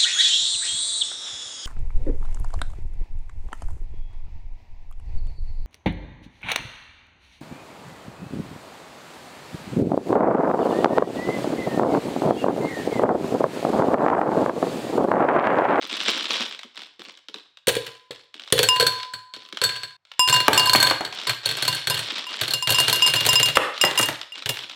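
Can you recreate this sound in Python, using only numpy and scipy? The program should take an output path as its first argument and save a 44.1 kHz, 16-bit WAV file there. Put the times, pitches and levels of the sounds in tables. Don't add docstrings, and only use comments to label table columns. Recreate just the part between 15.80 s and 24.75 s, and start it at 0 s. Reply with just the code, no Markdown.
import sys
import numpy as np
from scipy import signal
from scipy.io import wavfile
from scipy.ndimage import uniform_filter1d

SR = 44100
rng = np.random.default_rng(int(sys.argv[2]) if len(sys.argv) > 2 else 0)


def wav_out(sig):
    wavfile.write(sys.argv[1], SR, np.round(np.clip(np.atleast_2d(sig).T, -1, 1) * 32767).astype(np.int16))


N = 394694
TIME = np.arange(N) / SR
BAND_EDGES_HZ = 22.2 * 2 ** (np.arange(20) / 2)

# start in s, blow on other balls in relative dB,
# blow on the glass in relative dB.
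LANDINGS = [(1.871, -12, -17.5), (1.8823, -12.5, -12), (1.89, -8, -16.5), (1.952, -15.5, -23),
            (1.967, -20, -25), (2.0653, -21, -29.5), (2.3087, -23, -34), (2.7242, -2, -10),
            (2.779, -13, -22), (2.7909, -3.5, -14.5), (2.8302, -8.5, -11.5), (2.961, -15, -24),
            (2.9986, -8.5, -17), (3.007, -9, -16), (3.026, -16, -22), (3.0665, -12, -14),
            (3.3363, -21, -30), (3.5378, -26, -39), (3.8155, -11, -23), (3.8383, -11, -14),
            (3.892, -18, -33), (3.961, -21.5, -31), (4.0334, -22.5, -30.5), (4.476, -10, -17),
            (4.4863, -6, -15.5), (4.497, -7, -13), (4.5398, -5, -12.5), (4.5621, -6, -14.5),
            (4.6026, -7.5, -17), (4.7306, -0.5, -10), (4.7447, -12, -17), (4.796, -4, -9),
            (4.8572, -16, -15.5), (4.8959, -3, -12.5), (4.9339, -9, -8.5), (4.9581, 3, -4.5),
            (5.002, -12, -9.5), (5.0275, -4, -7.5), (5.0693, -6, -15.5), (5.0989, -14, -19),
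            (5.249, -13, -25), (5.471, -8.5, -18.5), (5.4946, -4, -16.5), (5.658, -10, -14),
            (5.69, -12, -19.5), (5.7118, -12.5, -21), (5.7697, -13, -21.5), (5.8238, -8, -15.5),
            (5.8517, -12, -19.5), (5.879, -7.5, -11), (5.9267, -12, -19), (5.9478, -18, -17),
            (6.0718, -7, -15), (6.099, -9.5, -13), (6.1432, -12, -18.5), (6.175, -13.5, -22),
            (6.1915, -9, -19.5), (6.6127, -8, -15.5), (6.6343, -10.5, -24), (6.6797, -12.5, -20),
            (6.7079, -19, -17), (6.736, -12, -13), (6.873, -3, -16.5), (6.8925, -12, -16),
            (6.9042, -6, -10), (6.922, -13, -12.5), (6.984, -12, -15), (7.001, -8, -8.5),
            (7.081, -2.5, -12.5), (7.0967, -8, -13), (7.128, -14, -8.5), (7.1588, -16, -14.5),
            (7.2752, -9, -13), (7.2993, -16, -18), (7.3372, -4, -12.5), (7.3583, -15, -14.5),
            (7.4064, -7.5, -16), (7.452, -7.5, -16), (7.4641, -4, -8.5), (7.5308, -4, -10),
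            (7.598, -3.5, -13), (7.658, -13, -12.5), (7.6853, -7, -17), (7.756, -8, -15), (8.1105, -9, -25),
            (8.1548, -15, -27), (8.1888, -11, -9.5), (8.2121, -14, -11.5), (8.2295, -12, -16),
            (8.2575, -24, -15.5), (8.286, -13, -17.5), (8.659, -8, -20), (8.6922, -8.5, -12)]
# time in s, gain in dB.
BOWL_RING = [(2.7, -12), (2.85, 1.5), (3.3, 5), (4.0, 5), (4.5, 1.5), (5.0, 6.5), (6.0, 1.5), (7.3, -2.5),
             (8.2, -13)]
# frequency in Hz,
# level in relative dB, undamped t60 in s, added decay in dB/s when full.
BOWL_MODES = [(1554, -11, 0.13, 152), (1610.4, -12, 0.18, 404), (3600, -11, 0.14, 600.5),
              (4280, -8.5, 0.13, 299), (4370, -11.5, 0.43, 597), (4264, -1.5, 0.054, 103.5),
              (4330, -1.5, 0.08, 200.5), (4480, -10, 0.021, 200), (4466, -7, 0.14, 596),
              (7870, -13, 0.078, 404.5), (7650, -23, 0.13, 396.5), (8640, -16, 0.043, 406),
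              (11450, -23.5, 0.067, 403.5)]
SHELL_MODES = [(9060, 1, 0.054, 7), (11600, -0.5, 0.039, -2), (13600, -6, 0.049, 6)]
STAND_MODES = [(109.7, -3.5, 0.2, 0.012), (118.2, 0, 0.33, 0), (140.8, -1.5, 0.23, 0)]
# frequency in Hz, relative density in dB per Hz.
THUD_COLOUR = [(40, -26), (80, -15.5), (120, 16), (180, -13), (300, 2.5), (500, 10), (800, 4.5),
               (1400, -15)]
BRIGHTENING_DB_PER_DB, USUAL_BLOW_DB = 0.46, -13.5
THUD_GROWTH_DB_PER_DB, FULL_HEAP_WEIGHT_DB = 0.24, 2


def landings():
    s, clack_db, glass_db = np.transpose(LANDINGS)
    crack_db = glass_db + BRIGHTENING_DB_PER_DB * (glass_db - USUAL_BLOW_DB)
    blow_db = (clack_db + glass_db) / 2
    growth_db = THUD_GROWTH_DB_PER_DB * (blow_db - USUAL_BLOW_DB)
    weight_db = blow_db + growth_db + FULL_HEAP_WEIGHT_DB * at_time(FILL, s)
    thud = from_db(-17.5) * noise(bursts(s, weight_db, t60_s=0.13), THUD_COLOUR)
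    glass, shells, stand = np.zeros((3, N))
    for at, db, high_db, low_db in zip(s, glass_db, crack_db, weight_db):
        bowl_db = db + at_time(BOWL_RING, at)
        add(glass, at, from_db(bowl_db) * ring(BOWL_MODES, at, scatter_db=2.0, detune=0.00417))
        add(stand, at, from_db(low_db) * ring(STAND_MODES, at, scatter_db=1.5, detune=0.038))
        add(shells, at, from_db(high_db) * ring(SHELL_MODES, at, scatter_db=3, detune=.035))
    clatter = contacts(s[:, None], clack_db[:, None], crack_db[:, None])
    return clatter + thud + from_db(-2.0) * glass + from_db(-23) * stand + from_db(-11.5) * shells


# frequency in Hz, relative density in dB per Hz.
CLACK_COLOUR = [(500, -15.5), (900, -11), (1600, 0.5), (2300, -3.5), (3300, 4.5), (4300, -13.5),
                (5500, -20), (7500, -8.5), (12000, -66)]
CRACK_COLOUR = [(3500, -13.5), (6000, -1.5), (8500, 8.5), (10000, -4.5), (11500, -1), (13000, -5),
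                (16000, -3.5)]
REBOUND_DB, SETTLE_DB = -7.5, -15
MAX_EXTRA_LOSS_DB = 8.5
SETTLE_GAP_S = 0.046


def contacts(s, clack_db, crack_db, count=2):
    chance = rng.random((len(s), 4, count))
    rebounds = s + np.cumsum(0.0023 + 0.0096 * chance[:, 0], axis=1)
    settling = s + np.cumsum(SETTLE_GAP_S * (.3 + chance[:, 2]), axis=1)
    times = np.hstack([s, rebounds, settling])
    rebound_db = REBOUND_DB - MAX_EXTRA_LOSS_DB * chance[:, 1]
    settle_db = SETTLE_DB - MAX_EXTRA_LOSS_DB * chance[:, 3]
    loss_db = np.hstack([0 * s, rebound_db, settle_db])
    clack = from_db(-5.5) * noise(bursts(times, clack_db + loss_db, t60_s=0.034), CLACK_COLOUR)
    tick = bursts(times, crack_db + loss_db, t60_s=0.0015)
    sizzle = from_db(-8.5) ** 2 * bursts(s, crack_db, t60_s=0.056)
    return clack + noise(tick + sizzle, CRACK_COLOUR)


# time in s, share of the globe filled.
FILL = [(2.9, 0), (4.4, .07), (5.0, .19), (5.5, .42), (6.0, .55), (8.3, 1.0)]


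def ring(modes, s, scatter_db, detune, grip_db=0):
    out, fill = np.zeros(2 * SR), max(at_time(FILL, s), 0)
    draws = rng.standard_normal((len(modes), 3))
    for (hz, db, t60_s, full_db_per_s), (weight, shift, side) in zip(modes, draws):
        fall_db_per_s = (60 / t60_s + full_db_per_s * fill) * from_db(grip_db)
        t = TIME[:min(len(out), int(70 / fall_db_per_s * SR))]
        envelope = np.sign(side) * from_db(db + scatter_db * weight - fall_db_per_s * t)
        out[:len(t)] += envelope * np.sin(2 * np.pi * hz * (1 + detune * shift) * t)
    return out


# start in s, chime in relative dB, lowest mode in relative dB.
RIM_STRIKES = [(1.8822, -45, -41.5), (2.8879, -9, -18.5), (3.8157, -43, -33), (4.3939, -7, -13.5),
               (4.4768, -18.5, -20.5), (4.527, -10.5, -12.5), (4.7771, -2, -11.5), (4.8721, -15, -14.5),
               (4.9319, -21, -11.5), (5.028, -32, -15.5), (5.471, -31, -25.5), (5.88, -24, -20),
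               (6.106, -19.5, -22), (6.4672, -31, -31.5), (6.7368, -15.5, -34), (6.8244, -18.5, -23.5),
               (6.8936, -20, -21.5), (6.945, -11, -23.5), (6.9848, -12, -16), (7.1278, -16.5, -17),
               (7.222, -10, -19), (7.2634, -10, -18.5), (7.363, -19, -26), (7.489, -5.5, -15.5),
               (7.556, -8, -18), (7.6301, -5.5, -18.5), (7.754, -22, -28), (8.0131, -4.5, -37),
               (8.049, -6, -39), (8.1763, -10, -19), (8.2284, -13.5, -22.5), (8.5212, -36, -60),
               (8.6905, -18.5, -38)]
# time in s, change of decay rate in dB.
RIM_GRIP = [(2.89, 6.5), (4.39, -4), (4.78, 4), (6.74, 3), (7.22, -1.5), (8.05, 4.5)]
# frequency in Hz, level in relative dB, undamped t60 in s,
# added decay in dB/s when full.
RIM_LOW_MODES = [(1006.6, 0, 1.19, 508)]
RIM_CHIME_MODES = [(2817.5, 0, 0.58, 60)]
RIM_UPPER_MODES = [(3500, -31, 0.092, 100), (5070, 1.5, 0.31, 205), (5550, -12, .12, 200),
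                   (7310, -2, 0.052, 100), (7390, 0, 0.07, 85), (8300, -20, .15, 100),
                   (8840, -11, 0.16, 84), (9260, -17, .07, 100), (10000, -18, 0.07, 100),
                   (11900, -11, 0.082, 100), (11800, -28, .1, 97), (12900, -22, 0.091, 100),
                   (14600, -34, .1, 100)]
RIM_UPPER_DB = -5.5
RIM_FREE_S, CHOKE_DB_PER_S = .07, 120


def rim():
    out = np.zeros(N)
    ends = [row[0] for row in RIM_STRIKES[1:]] + [N / SR]
    choke = from_db(-CHOKE_DB_PER_S * np.maximum(TIME[:2 * SR] - RIM_FREE_S, 0))
    for (s, chime_db, low_db), end in zip(RIM_STRIKES, ends):
        grip_db = at_time(RIM_GRIP, s)
        chime = ring(RIM_CHIME_MODES, s, scatter_db=3.0, detune=0.0015, grip_db=grip_db)
        chime = from_db(chime_db + 2.0) * chime
        low = from_db(low_db + 2.0) * ring(RIM_LOW_MODES, s, scatter_db=0.04, detune=0.0025)
        upper = ring(RIM_UPPER_MODES, s, scatter_db=3.0, detune=0.00041, grip_db=grip_db)
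        upper = from_db(chime_db + RIM_UPPER_DB) * upper
        still_free = np.clip((end - s - TIME[:len(chime)]) / 0.0012 + 1, 0, 1)
        add(out, s, (chime * choke + upper + low) * still_free)
    return out


RIM_CLACK_DB, RIM_CRACK_DB = -4, -5


def rim_clacks():
    s, chime_db, _ = np.transpose(RIM_STRIKES)[:, :, None]
    return contacts(s, chime_db + RIM_CLACK_DB, chime_db + RIM_CRACK_DB)


# start in s, level in relative dB.
FLOOR_DROPS = [(1.879, -2), (1.967, -7.5), (2.307, -21.5), (2.726, 3.5), (2.793, 1), (2.83, -7),
               (2.996, -6), (3.026, -7), (3.817, -10.5)]
# frequency in Hz, level in relative dB, undamped t60 in s,
# added decay in dB/s when full.
PLASTIC_MODES = [(423, -7.5, 0.056, 0), (488, -4.5, 0.078, 1), (480, -17, 0.31, 0.39),
                 (538, -10, 0.076, 0.098)]


def plastic_floor():
    out = np.zeros(N)
    for s, db in FLOOR_DROPS:
        add(out, s, from_db(db - 6.5) * ring(PLASTIC_MODES, s, scatter_db=0.0, detune=0.02))
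    return out


# start in s, level in relative dB.
TABLE_BOUNCES = [(4.6814, 11.5), (4.950, 8.5), (5.110, -2.5), (5.208, -11.5), (5.276, -22), (7.7706, 8.5),
                 (8.0384, 3.5), (8.196, -3.5), (8.287, -9)]
# frequency in Hz, level in relative dB, undamped t60 in s,
# added decay in dB/s when full.
TABLE_MODES = [(323, -11, 0.055, 0), (613, -4.5, 0.041, 0.0074), (792, -5, 0.051, 0.0072),
               (1265, 0, 0.018, 0), (1786, 2, 0.014, 0.015), (2340, -3.5, 0.015, 0.023)]
# frequency in Hz, relative density in dB per Hz.
KNOCK_COLOUR = [(30, -34), (100, -7), (250, 1), (600, 4), (1300, 0.5), (2300, -4), (3200, -8.5),
                (5000, -21), (12000, -33)]


def table():
    times, levels_db = np.transpose(TABLE_BOUNCES)
    out = from_db(-7) * noise(bursts(times, levels_db, t60_s=0.042), KNOCK_COLOUR)
    out += from_db(-15) * noise(bursts(times, levels_db, t60_s=0.0048), CRACK_COLOUR)
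    for s, db in TABLE_BOUNCES:
        add(out, s, from_db(db - 8.5) * ring(TABLE_MODES, s, scatter_db=0.0, detune=0.062))
    return out


# start in s, level in relative dB.
BAG_SNAPS = [(0.042, -12), (0.2829, -1.5), (0.606, -5), (0.7914, -13.5), (0.832, -16), (0.975, -14),
             (1.0181, -17), (1.194, -20.5), (1.3732, -23), (1.4846, -15), (1.542, -11), (1.7712, -25),
             (2.5413, -17.5), (2.5959, -17), (2.6755, -18), (3.2303, -8.5), (3.563, -16.5), (3.7253, -11.5),
             (3.7714, -6.5), (4.251, -10), (4.316, -8.5), (5.325, -4), (5.434, -9), (6.385, -15),
             (7.9778, -3.5), (8.4137, -4.5), (8.6228, -7), (8.7706, -4), (8.789, -5.5), (8.8959, -7)]
# start in s, level in relative dB.
PALM_BUMPS = [(.035, -37), (.12, -33.5), (.28, -27), (.36, -35.5), (.5, -32.5), (.6, -32), (0.844, -43.5),
              (.98, -50), (1.192, -42.5), (1.27, -48), (1.486, -48), (1.548, -41), (2.545, -48.5),
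              (3.565, -49.5), (3.727, -41.5)]
# frequency in Hz,
# relative density in dB per Hz.
BAG_COLOUR = [(350, -36.5), (600, -9), (779, -13), (984, -4.5), (2070, -6.5), (3890, 3.5), (4910, -10.5),
              (5870, -5.5), (9890, -51), (14700, -41), (16000, -45)]
CRUMPLE_COLOUR = [(60, -39), (130, -21.5), (220, 9), (380, 14), (550, -4), (900, -35)]
AFTERSNAP_S, AFTERSNAP_DB = .015, -10.5
CRUMPLE_DB = -19
BUSY_DB = -33


def bag(dull_hz=8500):
    rustle = handling()
    busy = rustle / (rustle + from_db(BUSY_DB) ** 2)
    dense = crinkle(per_s=500, spread_db=3.8, t60_s=.01)
    sparse = crinkle(per_s=170, spread_db=4, t60_s=.01)
    folds = crinkle(per_s=300, spread_db=3, t60_s=.03)
    creases = crinkle(per_s=35, spread_db=4, t60_s=.007)
    touches = busy * dense + (1 - busy) * sparse
    s, db = np.transpose(BAG_SNAPS)
    again = s + AFTERSNAP_S * (.5 + rng.random(len(s)))
    snaps = from_db(-14.5) ** 2 * bursts([s, again], [db, db + AFTERSNAP_DB], t60_s=0.023)
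    bumps = bursts(*np.transpose(PALM_BUMPS), t60_s=0.092)
    film_low_pass = signal.butter(4, dull_hz, fs=SR, output="sos")
    jostle = signal.sosfilt(film_low_pass, noise(rustle * touches + snaps, BAG_COLOUR))
    crackle = from_db(-25.5) * noise(rustle * creases + snaps, CRACK_COLOUR)
    crumple = noise(from_db(CRUMPLE_DB) ** 2 * rustle * folds + bumps, CRUMPLE_COLOUR)
    return jostle + crackle + crumple


# start in s, hold in s, rustle in relative dB.
BAG_MOVES = [(0, 0.11, -36), (.1, 0.44, -29.5), (0.263, 0.024, -22), (.49, 0.13, -28), (.64, 0.09, -39),
             (.95, 0.08, -43.5), (1.2, 0.087, -42.5), (1.559, 0.015, -47), (2.0, 0.11, -44),
             (2.34, 0.04, -49), (2.55, .17, -46), (2.8, 0.4, -40), (3.57, .2, -49), (3.82, 0.15, -39),
             (4.5, .62, -31.5), (5.33, 0.19, -30), (5.63, .37, -28), (6.08, 0.33, -29), (6.27, 0.11, -29.5),
             (6.49, 0.23, -28.5), (6.88, .82, -25), (7.93, 0.42, -33.5), (8.544, 0.034, -32),
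             (8.74, 0.1, -34.5), (8.901, .03, -37)]
MOVE_ATTACK_S, MOVE_RELEASE_DB_PER_S = 0.026, 189


def handling():
    power = 0
    for s, held_s, db in BAG_MOVES:
        release_db = MOVE_RELEASE_DB_PER_S * np.maximum(TIME - s - held_s, 0)
        swell = np.clip((TIME - s) / MOVE_ATTACK_S + .5, 0, 1)
        power = power + from_db(db - release_db) ** 2 * swell ** 2
    return power


def crinkle(per_s, spread_db, t60_s):
    times = TIME[rng.random(N) < per_s / SR]
    sizes_db = spread_db * np.minimum(rng.exponential(1, len(times)), 4)
    power = bursts(times, sizes_db, t60_s)
    return power / (uniform_filter1d(power, size=4000) + 0.16 * power.mean())


# frequency in Hz, t60 in s.
ROOM_T60 = [(100, 0.17), (500, 0.43), (1500, 0.54), (4000, 0.56), (8000, 0.4), (15000, 0.29)]


def room(x, first_echo_s=0.0026):
    t, white = TIME[:SR], rng.standard_normal((2, SR))
    swell = np.clip(t / first_echo_s - 1, 0, 1)
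    tail = np.zeros(SR)
    for k, (low, high) in enumerate(zip(BAND_EDGES_HZ, BAND_EDGES_HZ[1:])):
        decay = from_db(-60 * t / at_hz(ROOM_T60, np.sqrt(low * high)))
        tail += band(white[k % 2] * swell * decay, low, high)
    return signal.fftconvolve(x, tail / np.sqrt(np.sum(tail ** 2)))[:N]


# frequency in Hz, relative density in dB per Hz.
HUSH_COLOUR = [(30, -22), (70, -8), (110, 4), (250, -14.5), (1000, -4.5), (4000, -14), (8000, -30),
               (16000, -51.5)]


def hush():
    return from_db(-81.0) * noise(np.ones(N), HUSH_COLOUR)


def noise(power, spectrum):
    white = rng.standard_normal((2, N)) * np.sqrt(np.abs(power))
    gains = from_db(at_hz(spectrum, np.sqrt(BAND_EDGES_HZ[1:] * BAND_EDGES_HZ[:-1])))
    gains = gains / np.sqrt(np.sum(gains ** 2 * np.diff(BAND_EDGES_HZ)) * 2 / SR)
    return sum(gain * band(white[k % 2], BAND_EDGES_HZ[k], BAND_EDGES_HZ[k + 1])
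               for k, gain in enumerate(gains))


def bursts(times, levels_db, t60_s):
    blows = np.zeros(N)
    starts = np.clip(np.round(np.ravel(times) * SR).astype(int), 0, N - 1)
    np.add.at(blows, starts, from_db(np.ravel(levels_db)) ** 2)
    pole = np.exp(-2 * np.log(1000) / (t60_s * SR))
    return signal.lfilter([1], [1, -pole], blows + 1e-18)


def band(x, low_hz, high_hz):
    sos = signal.butter(2, [low_hz, high_hz], "band", fs=SR, output="sos")
    return signal.sosfilt(sos, x + 1e-18)


def add(out, s, sound):
    start = max(0, round(s * SR))
    out[start:start + len(sound)] += sound[:max(0, N - start)]


def at_time(rows, s):
    return np.interp(s, *np.transpose(rows))


def at_hz(points, hz):
    freqs, values = np.transpose(points)
    return np.interp(np.log(hz), np.log(freqs), values)


def from_db(db):
    return 10 ** (np.asarray(db) / 20)


# time in s, gain in dB re BASE_LEVEL_DB.
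LEVEL_CURVE = [(4.165, 4.5), (4.172, -36), (4.24, -21), (4.31, -4.5), (4.37, -5), (4.39, 0)]
BASE_LEVEL_DB = -4


def scene():
    balls = landings() + rim_clacks() + plastic_floor()
    chimes, knocks, film = rim(), table(), bag()
    to_room = from_db(-11.0) * balls + from_db(-21) * chimes + from_db(-6.5) * knocks + from_db(-11) * film
    echoes = room(to_room)
    level = from_db(BASE_LEVEL_DB + at_time(LEVEL_CURVE, TIME))
    return ((balls + chimes + knocks + film + echoes) * level + hush())[None]


def record(dry, low_cut_hz=70, high_cut_hz=15900, threshold_db=-4, release_db_per_s=130, attack_s=0.0023):
    thin = signal.sosfilt(signal.butter(2, low_cut_hz, "high", fs=SR, output="sos"), dry)
    over_db = np.maximum(20 * np.log10(np.abs(thin) + 1e-9) - threshold_db, 0)
    release_db = release_db_per_s * TIME
    held_db = np.maximum.accumulate(over_db + release_db, axis=1) - release_db
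    pole = np.exp(-1 / (attack_s * SR))
    duck_db = signal.lfilter([1 - pole], [1, -pole], held_db)
    limited = thin * from_db(-duck_db)
    clipped = np.clip(limited, -.8, .8)
    return signal.sosfilt(signal.ellip(10, .3, 80, high_cut_hz, fs=SR, output="sos"), clipped)


dry = scene()
out = record(dry)
wav_out(out)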